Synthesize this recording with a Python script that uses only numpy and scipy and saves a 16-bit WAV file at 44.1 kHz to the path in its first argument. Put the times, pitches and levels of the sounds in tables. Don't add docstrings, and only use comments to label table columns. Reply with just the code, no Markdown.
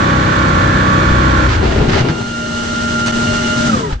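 import sys
import numpy as np
from scipy import signal
from scipy.fft import rfft, irfft
from scipy.io import wavfile
from scipy.ndimage import uniform_filter1d

SR = 44100
rng = np.random.default_rng(int(sys.argv[2]) if len(sys.argv) > 2 else 0)


def waveform_to_disk(signal):
    frames = np.transpose(np.atleast_2d(signal))
    scaled = np.clip(frames, -1, 1) * 32767
    samples = np.round(scaled).astype(np.int16)
    wavfile.write(sys.argv[1], SR, samples)


N = 176400
T = np.arange(N) / SR
FREQS = np.arange(N // 2 + 1) * SR / N


def amp(db):
    return 10 ** (np.asarray(db) / 20)


def unit(x):
    return x / np.sqrt(np.mean(x ** 2))


def curve(rows):
    return np.interp(T, *np.array(rows).T)


def at(rows, hz):
    f, v = np.array(rows).T
    return np.interp(np.log(np.maximum(hz, 1)), np.log(f), v)


def ramp(start_s, rise_s):
    return np.clip((T - start_s) / rise_s, 0, 1)


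def burst(start_s, hold_s, attack_s, release_s):
    onset = ramp(start_s - attack_s / 2, attack_s)
    return onset * np.exp(-np.maximum(T - start_s - hold_s, 0) / release_s)


def drift(rate_hz):
    span = max(int(SR / rate_hz), 1)
    smoothed = uniform_filter1d(rng.standard_normal(N), span, mode="wrap")
    return unit(uniform_filter1d(smoothed, span, mode="wrap"))


def noise():
    return rng.standard_normal((2, N))


def resonate(x, hz, width_hz):
    damping = 1j * FREQS * width_hz
    return irfft(rfft(x) * damping / (hz ** 2 - FREQS ** 2 + damping), N)


def ring(start_s, modes):
    age = np.maximum(T - start_s, 0)
    return sum(amp(db - 60 * age / t60) * np.sin(2 * np.pi * hz * age) for hz, t60, db in modes)


# f/Hz, side over mid/dB
WIDTH = [(60, -20), (150, -15), (300, -9), (550, 1), (1100, 1), (2000, -1.5), (4500, -2.5), (8000, 0)]

def colour(pair, spectrum):
    mid, side = rfft(pair) * amp(at(spectrum, FREQS))
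    side = side * amp(at(WIDTH, FREQS))
    return unit(irfft(np.array([mid + side, mid - side]), N))


# f/Hz, left lead/rad
LEFT_LEAD = [(100, 0), (320, .4), (500, -.5), (590, -1.7), (1130, -2.75), (1390, -5), (1750, -5.5),
             (2800, -6.3)]

def tones(shaft_hz, orders, waver_db, waver_hz, wander_rad=0):
    angle = 2 * np.pi * np.cumsum(shaft_hz) / SR
    out = 0
    for order, db in orders:
        phase = order * angle + 2 * np.pi * rng.random() + wander_rad * drift(waver_hz)
        lead = np.outer([.5, -.5], at(LEFT_LEAD, order * shaft_hz))
        gain = amp(db + waver_db * (drift(waver_hz) - 1 / 3))
        out = out + np.sqrt(2) * gain * np.sin(phase + lead)
    return out


# crank order, level/dB
EXHAUST = [(1.5, -31), (2, -25), (3, -23.5), (4, -22)]
# crank order, level/dB
COMBUSTION = [(5, -24.5), (6, -23), (7, -30), (8, -29), (9, -29), (10, -26.5), (11, -35), (16, -32),
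              (17, -39), (18, -28), (20, -31)]
DOOR_S, BOOM_HZ, BOOM_WIDTH_HZ, BOOM_DB = 1, 64.5, 17.6, 3.5

def exhaust(crank_hz, speed, ignition_off):
    pipe = tones(crank_hz, EXHAUST, waver_db=-.6, waver_hz=8.1) * speed ** .5
    boom = amp(BOOM_DB) * resonate(pipe * ramp(DOOR_S, .077), BOOM_HZ, BOOM_WIDTH_HZ)
    firing = tones(crank_hz, COMBUSTION, waver_db=.55, waver_hz=2)
    return pipe + boom + firing * (1 - ignition_off) * speed


def teeth(cycles, count=320):
    angles = (np.arange(count) + rng.random(count)) / count
    polarities = rng.choice([-1, 1], (2, count))
    hit_cycles = np.arange(int(cycles[-1]))[:, None] + angles
    hit_samples = np.minimum(np.searchsorted(cycles, hit_cycles.ravel()), N - 1)
    strengths = [signs * amp(2 * rng.standard_normal(hit_cycles.shape)) for signs in polarities]
    return unit(np.array([np.bincount(hit_samples, row.ravel(), N) for row in strengths]))


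# crank order, level/dB
GEAR_WHINE = [(26, -30.5), (33, -32.5), (34.3, -23.5), (36, -19.5), (39, -28), (43.2, -31.5), (44, -27),
              (45.2, -33), (47, -31.5), (48.2, -30.5), (49.5, -32), (52.2, -32.5), (54, -36), (55.7, -30),
              (58.2, -38), (72, -40), (76.3, -42.5), (110, -43.5)]
# f/Hz, level/dB
CLATTER = [(400, -19), (900, -11.5), (1080, -8.5), (1280, -10), (1480, -5), (1780, -7.5), (2000, -12.5),
           (2300, -13.5), (2650, -18), (3200, -18), (4200, -21), (5200, -26.5), (6800, -29), (8000, -35.5),
           (9000, -70.5), (11000, -100)]

def gears(crank_hz, speed, cycles, throb, unloaded):
    flutter_hz = crank_hz * (1 + .0013 * drift(84))
    whine = tones(flutter_hz, GEAR_WHINE, waver_db=2.3, waver_hz=7, wander_rad=.25) * speed ** .91
    ticks = (.66 * teeth(cycles) + .94 * noise()) * throb
    clatter = amp(-19.5) * colour(ticks, CLATTER) * speed
    return whine * amp(-6 * unloaded) + clatter * amp(-3 * unloaded)


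# t/s, f/Hz
CRANK = [(0, 31.55), (.23, 31.25), (.35, 31.5), (.73, 31.38), (1.28, 31.5), (1.47, 31.3), (1.56, 26.3),
         (1.65, 21.5), (1.75, 17.2), (1.82, 13.5), (1.95, 7), (2.13, 0)]
# f/Hz, level/dB
RUMBLE = [(20, -25), (35, 2), (55, 13.5), (130, 11.5), (200, 5), (310, 9), (450, 0.5), (700, -8),
          (1200, -61.5), (9000, -110)]
IDLE_HZ, IGNITION_OFF_S, FIRING_DEPTH = 31.5, 1.465, .12

def engine():
    crank_hz = curve(CRANK) * (1 + .0008 * drift(25))
    speed = np.maximum(crank_hz / IDLE_HZ, 1e-6)
    turns = np.cumsum(crank_hz) / SR
    ignition_off = ramp(IGNITION_OFF_S, .012)
    running = 1 - ramp(2, .13)
    beats = sum(np.cos(2 * np.pi * (order * turns + rng.random())) for order in (1, 2, 3, 4, 5, 8))
    throb = unit(np.exp(FIRING_DEPTH * beats / 2))
    drone = exhaust(crank_hz, speed, ignition_off)
    rumble = amp(-18) * colour(noise() * throb ** .5, RUMBLE) * speed ** .39
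    return (drone + rumble + gears(crank_hz, speed, turns / 2, throb, ignition_off)) * running


# shaft order, level/dB
FAN_WHINE = [(.44, -37.5), (1, -22.5), (6, -21.5)]
# t/s, level/dB
WHINE_LEVEL = [(2.2, -0.5), (2.95, 2.5), (3.35, -1), (3.65, -0.5), (3.73, 1.5)]
# shaft order, level/dB
MOTOR = [(9, -46), (12, -34), (18, -41)]
# t/s, level/dB
MOTOR_LEVEL = [(2.2, 1), (3.1, -4), (3.3, 1), (3.52, 0), (3.7, -10), (3.83, -11)]
FAN_HZ, POWER_OFF_S, ECHO_S = 233.2, 3.685, .0081

def fan(speed, coast):
    shaft_hz = FAN_HZ * speed * (1 + .001256 * drift(40))
    whine = tones(shaft_hz, FAN_WHINE, waver_db=1.4, waver_hz=20)
    whine *= coast ** 3.06 * amp(curve(WHINE_LEVEL))
    duct = amp(8) * resonate(whine * (T > POWER_OFF_S), hz=222.7, width_hz=6.2)
    motor = tones(shaft_hz, MOTOR, waver_db=2.6, waver_hz=45, wander_rad=.7) * amp(curve(MOTOR_LEVEL))
    direct = whine + duct + motor
    power_off = ramp(POWER_OFF_S, .0067)
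    echo = np.array([np.interp(T - ECHO_S, T, side * power_off) for side in direct])
    roughness = 1 + .5 * power_off * drift(160)
    return (direct + .6 * echo) * roughness


# shaft order, level/dB
PUMP_WHINE = [(1, -29), (1.38, -34), (2, -54), (3, -41.5)]
PUMP_HZ = 612.5

def pump(speed, coast):
    shaft_hz = PUMP_HZ * speed * (1 + .0028 * drift(65))
    whine = tones(shaft_hz, PUMP_WHINE, waver_db=2.5, waver_hz=31) * coast ** 3
    return whine + amp(10) * resonate(whine * (T > POWER_OFF_S), hz=425, width_hz=40)


# f/Hz, level/dB
AIR = [(25, -12), (60, -8.5), (110, -1.5), (180, -6.5), (260, -7.5), (370, -8.5), (480, -17), (650, -20),
       (1100, -24), (1300, -15.5), (1600, -20), (2000, -24), (2600, -26.5), (3100, -22), (4500, -25),
       (6300, -26.5), (8000, -33), (9500, -51), (11000, -91)]
# f/Hz, width/Hz, level/dB
DUCTS = [(247, 47, -34), (1438, 72, -39), (2070, 180, -41), (2942, 66, -35), (6050, 190, -39.5)]

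def airflow(coast):
    rush = amp(-20) * colour(noise() * amp(1.02 * drift(30)), AIR)
    ducts = sum(amp(db) * unit(resonate(resonate(noise(), hz, width_hz), hz, width_hz))
                for hz, width_hz, db in DUCTS)
    return rush * coast + ducts * coast ** 3.9


# t/s, share of full speed
SUPPLY = [(2.15, 1.001), (2.5, 1.0005), (3.05, .9975), (3.3, 1.001), (3.67, 1.002)]
# t/s, level/dB
BLOWER_LEVEL = [(0, -20), (2.1, -8), (2.2, -6.5), (2.35, -4.5), (2.7, -1.5), (3.05, 0.5), (3.4, 3),
                (3.68, 5.5)]
HALF_SPEED_S, TREBLE_HZ, FADE_START_S = .38, 2200, 3.925

def blowers():
    coast = 1 / (1 + np.maximum(T - POWER_OFF_S, 0) / HALF_SPEED_S)
    speed = curve(SUPPLY) * coast * (1 + .0064 * drift(130) * (T > POWER_OFF_S))
    whole = fan(speed, coast) + pump(speed, coast) + airflow(coast)
    treble = irfft(rfft(whole) * FREQS ** 4 / (FREQS ** 4 + TREBLE_HZ ** 4), N)
    dulled = whole - treble * (1 - coast ** 1.6)
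    fade = np.exp(-np.maximum(T - FADE_START_S, 0) / .033)
    return dulled * amp(curve(BLOWER_LEVEL)) * fade


# t/s, f/Hz, t60/s, thump level/dB, metal level/dB
KNOCKS = [(1.11, 24.2, 0.14, -7, -24.5), (1.88, 130, 0.056, -3.5, -27), (1.933, 102.5, 0.11, -8, -18.5),
          (1.981, 136, 0.051, -11.5, -17.5), (2.004, 124.8, 0.29, -6.5, -24),
          (2.086, 330, .16, -12.5, -19.5), (2.098, 157, .08, -4.5, -27), (3.924, 44, 0.19, -7, -24.5),
          (3.929, 115, .05, -7.5, -26.5), (3.955, 63, 0.083, -6, -38.5)]
# f/Hz, t60/s, level/dB
CLANK = [(856, 0.079, -6), (1301, 0.08, -3.5), (2160, 0.042, -7)]
# f/Hz, level/dB
RATTLE = [(200, 1.5), (700, -8.5), (1500, 1.5), (2400, -5), (4500, -9), (7000, -20), (8500, -34.5),
          (10000, -77.5)]

def knocks():
    rattle = colour(noise(), RATTLE)
    out = 0
    for start_s, hz, t60, thump_db, metal_db in KNOCKS:
        metal = rattle * burst(start_s, .0037, .001, .012) + ring(start_s, CLANK)
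        out = out + ring(start_s, [(hz, t60, thump_db)]) + amp(metal_db) * metal
    return out


# f/Hz, level/dB
SHAKE = [(25, -24), (50, -13), (85, -3.5), (130, -3), (180, -6.5), (230, -6.5), (400, -6.5), (520, -16.5),
         (800, -16.5), (1500, -25.5), (2500, -29), (4500, -34.5), (7000, -53), (10000, -88)]
# t/s, level/dB
SHAKE_LEVEL = [(1.45, -31), (1.62, -14.5), (1.74, -18.5), (1.81, -14), (1.87, -16.5), (1.96, -13),
               (2.07, -14.5), (2.22, -26.5)]
# t/s, level/dB
JOLTS = [(1.722, -13), (1.763, -6), (1.785, -5.5), (1.805, -8.5), (1.829, -4.5)]
# f/Hz, t60/s, level/dB
PANELS = [(121, 0.042, -3), (229, 0.14, -7.5), (305, 0.061, -6), (390, 0.045, -5)]
# t/s, length/s, level/dB
SLACK = [(1.488, 0.07, -20), (1.639, 0.15, -24.5), (1.885, 0.028, -19.5), (1.923, 0.086, -18.5)]

def shudder():
    shake = colour(noise() * amp(1.9 * drift(100)), SHAKE)
    shake *= amp(curve(SHAKE_LEVEL)) * burst(1.6, .63, .046, .075)
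    panels = sum(amp(db) * ring(start_s, PANELS) for start_s, db in JOLTS)
    slack = sum(amp(db) * burst(start_s, length_s, .012, .019) for start_s, length_s, db in SLACK)
    rattle = colour(noise() * amp(1.9 * drift(410)), RATTLE)
    return shake + panels + slack * rattle


# t/s, level/dB
CLINKS = [(3.062, -22.5), (3.071, -22.5), (3.081, -22)]
# f/Hz, t60/s, level/dB
BUCKLE = [(2900, .03, -1), (4330, 0.023, 0), (5981, .06, -4.5), (6450, .04, -2.5), (8340, 0.046, -10)]

def buckle():
    rattle = colour(noise(), RATTLE)
    return sum(amp(db) * (ring(start_s, BUCKLE) + rattle * burst(start_s, .004, .001, .011))
               for start_s, db in CLINKS)


def pan(x, balance):
    lean = amp(np.outer([.5, -.5], at(balance, FREQS)))
    return irfft(rfft(x) * lean / np.sqrt(np.mean(lean ** 2, axis=0)), N)


# f/Hz, left over right/dB
ENGINE_PAN = [(60, 1.5), (180, 1.5), (320, 5.5), (560, 8.5), (1050, -6.5), (1400, -8.5), (1750, -1),
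              (3000, -5), (5200, 0.5), (9000, 9)]
# f/Hz, left over right/dB
CABIN_PAN = [(100, 1.5), (230, 1.5), (320, 7.5), (600, 4), (970, -2.5), (1700, -2), (3000, -4), (5200, 1),
             (9000, 5.5)]
# t/s, level/dB
LEVEL = [(3.114, 0), (3.117, -17), (3.122, -3), (3.127, 0), (3.94, -4), (3.97, -5), (4, 0)]

def scene():
    v8 = pan(engine(), ENGINE_PAN)
    cabin = pan(shudder() + blowers() + knocks() + buckle(), CABIN_PAN)
    return (v8 + cabin) * amp(curve(LEVEL))


CEILING, LOWPASS_HZ = .95, 10600

def record(dry):
    rounded = dry / (1 + (dry / CEILING) ** 6) ** (1 / 6)
    return signal.sosfilt(signal.ellip(8, .2, 80, LOWPASS_HZ, fs=SR, output="sos"), rounded)


dry = scene()
out = record(dry)
waveform_to_disk(out)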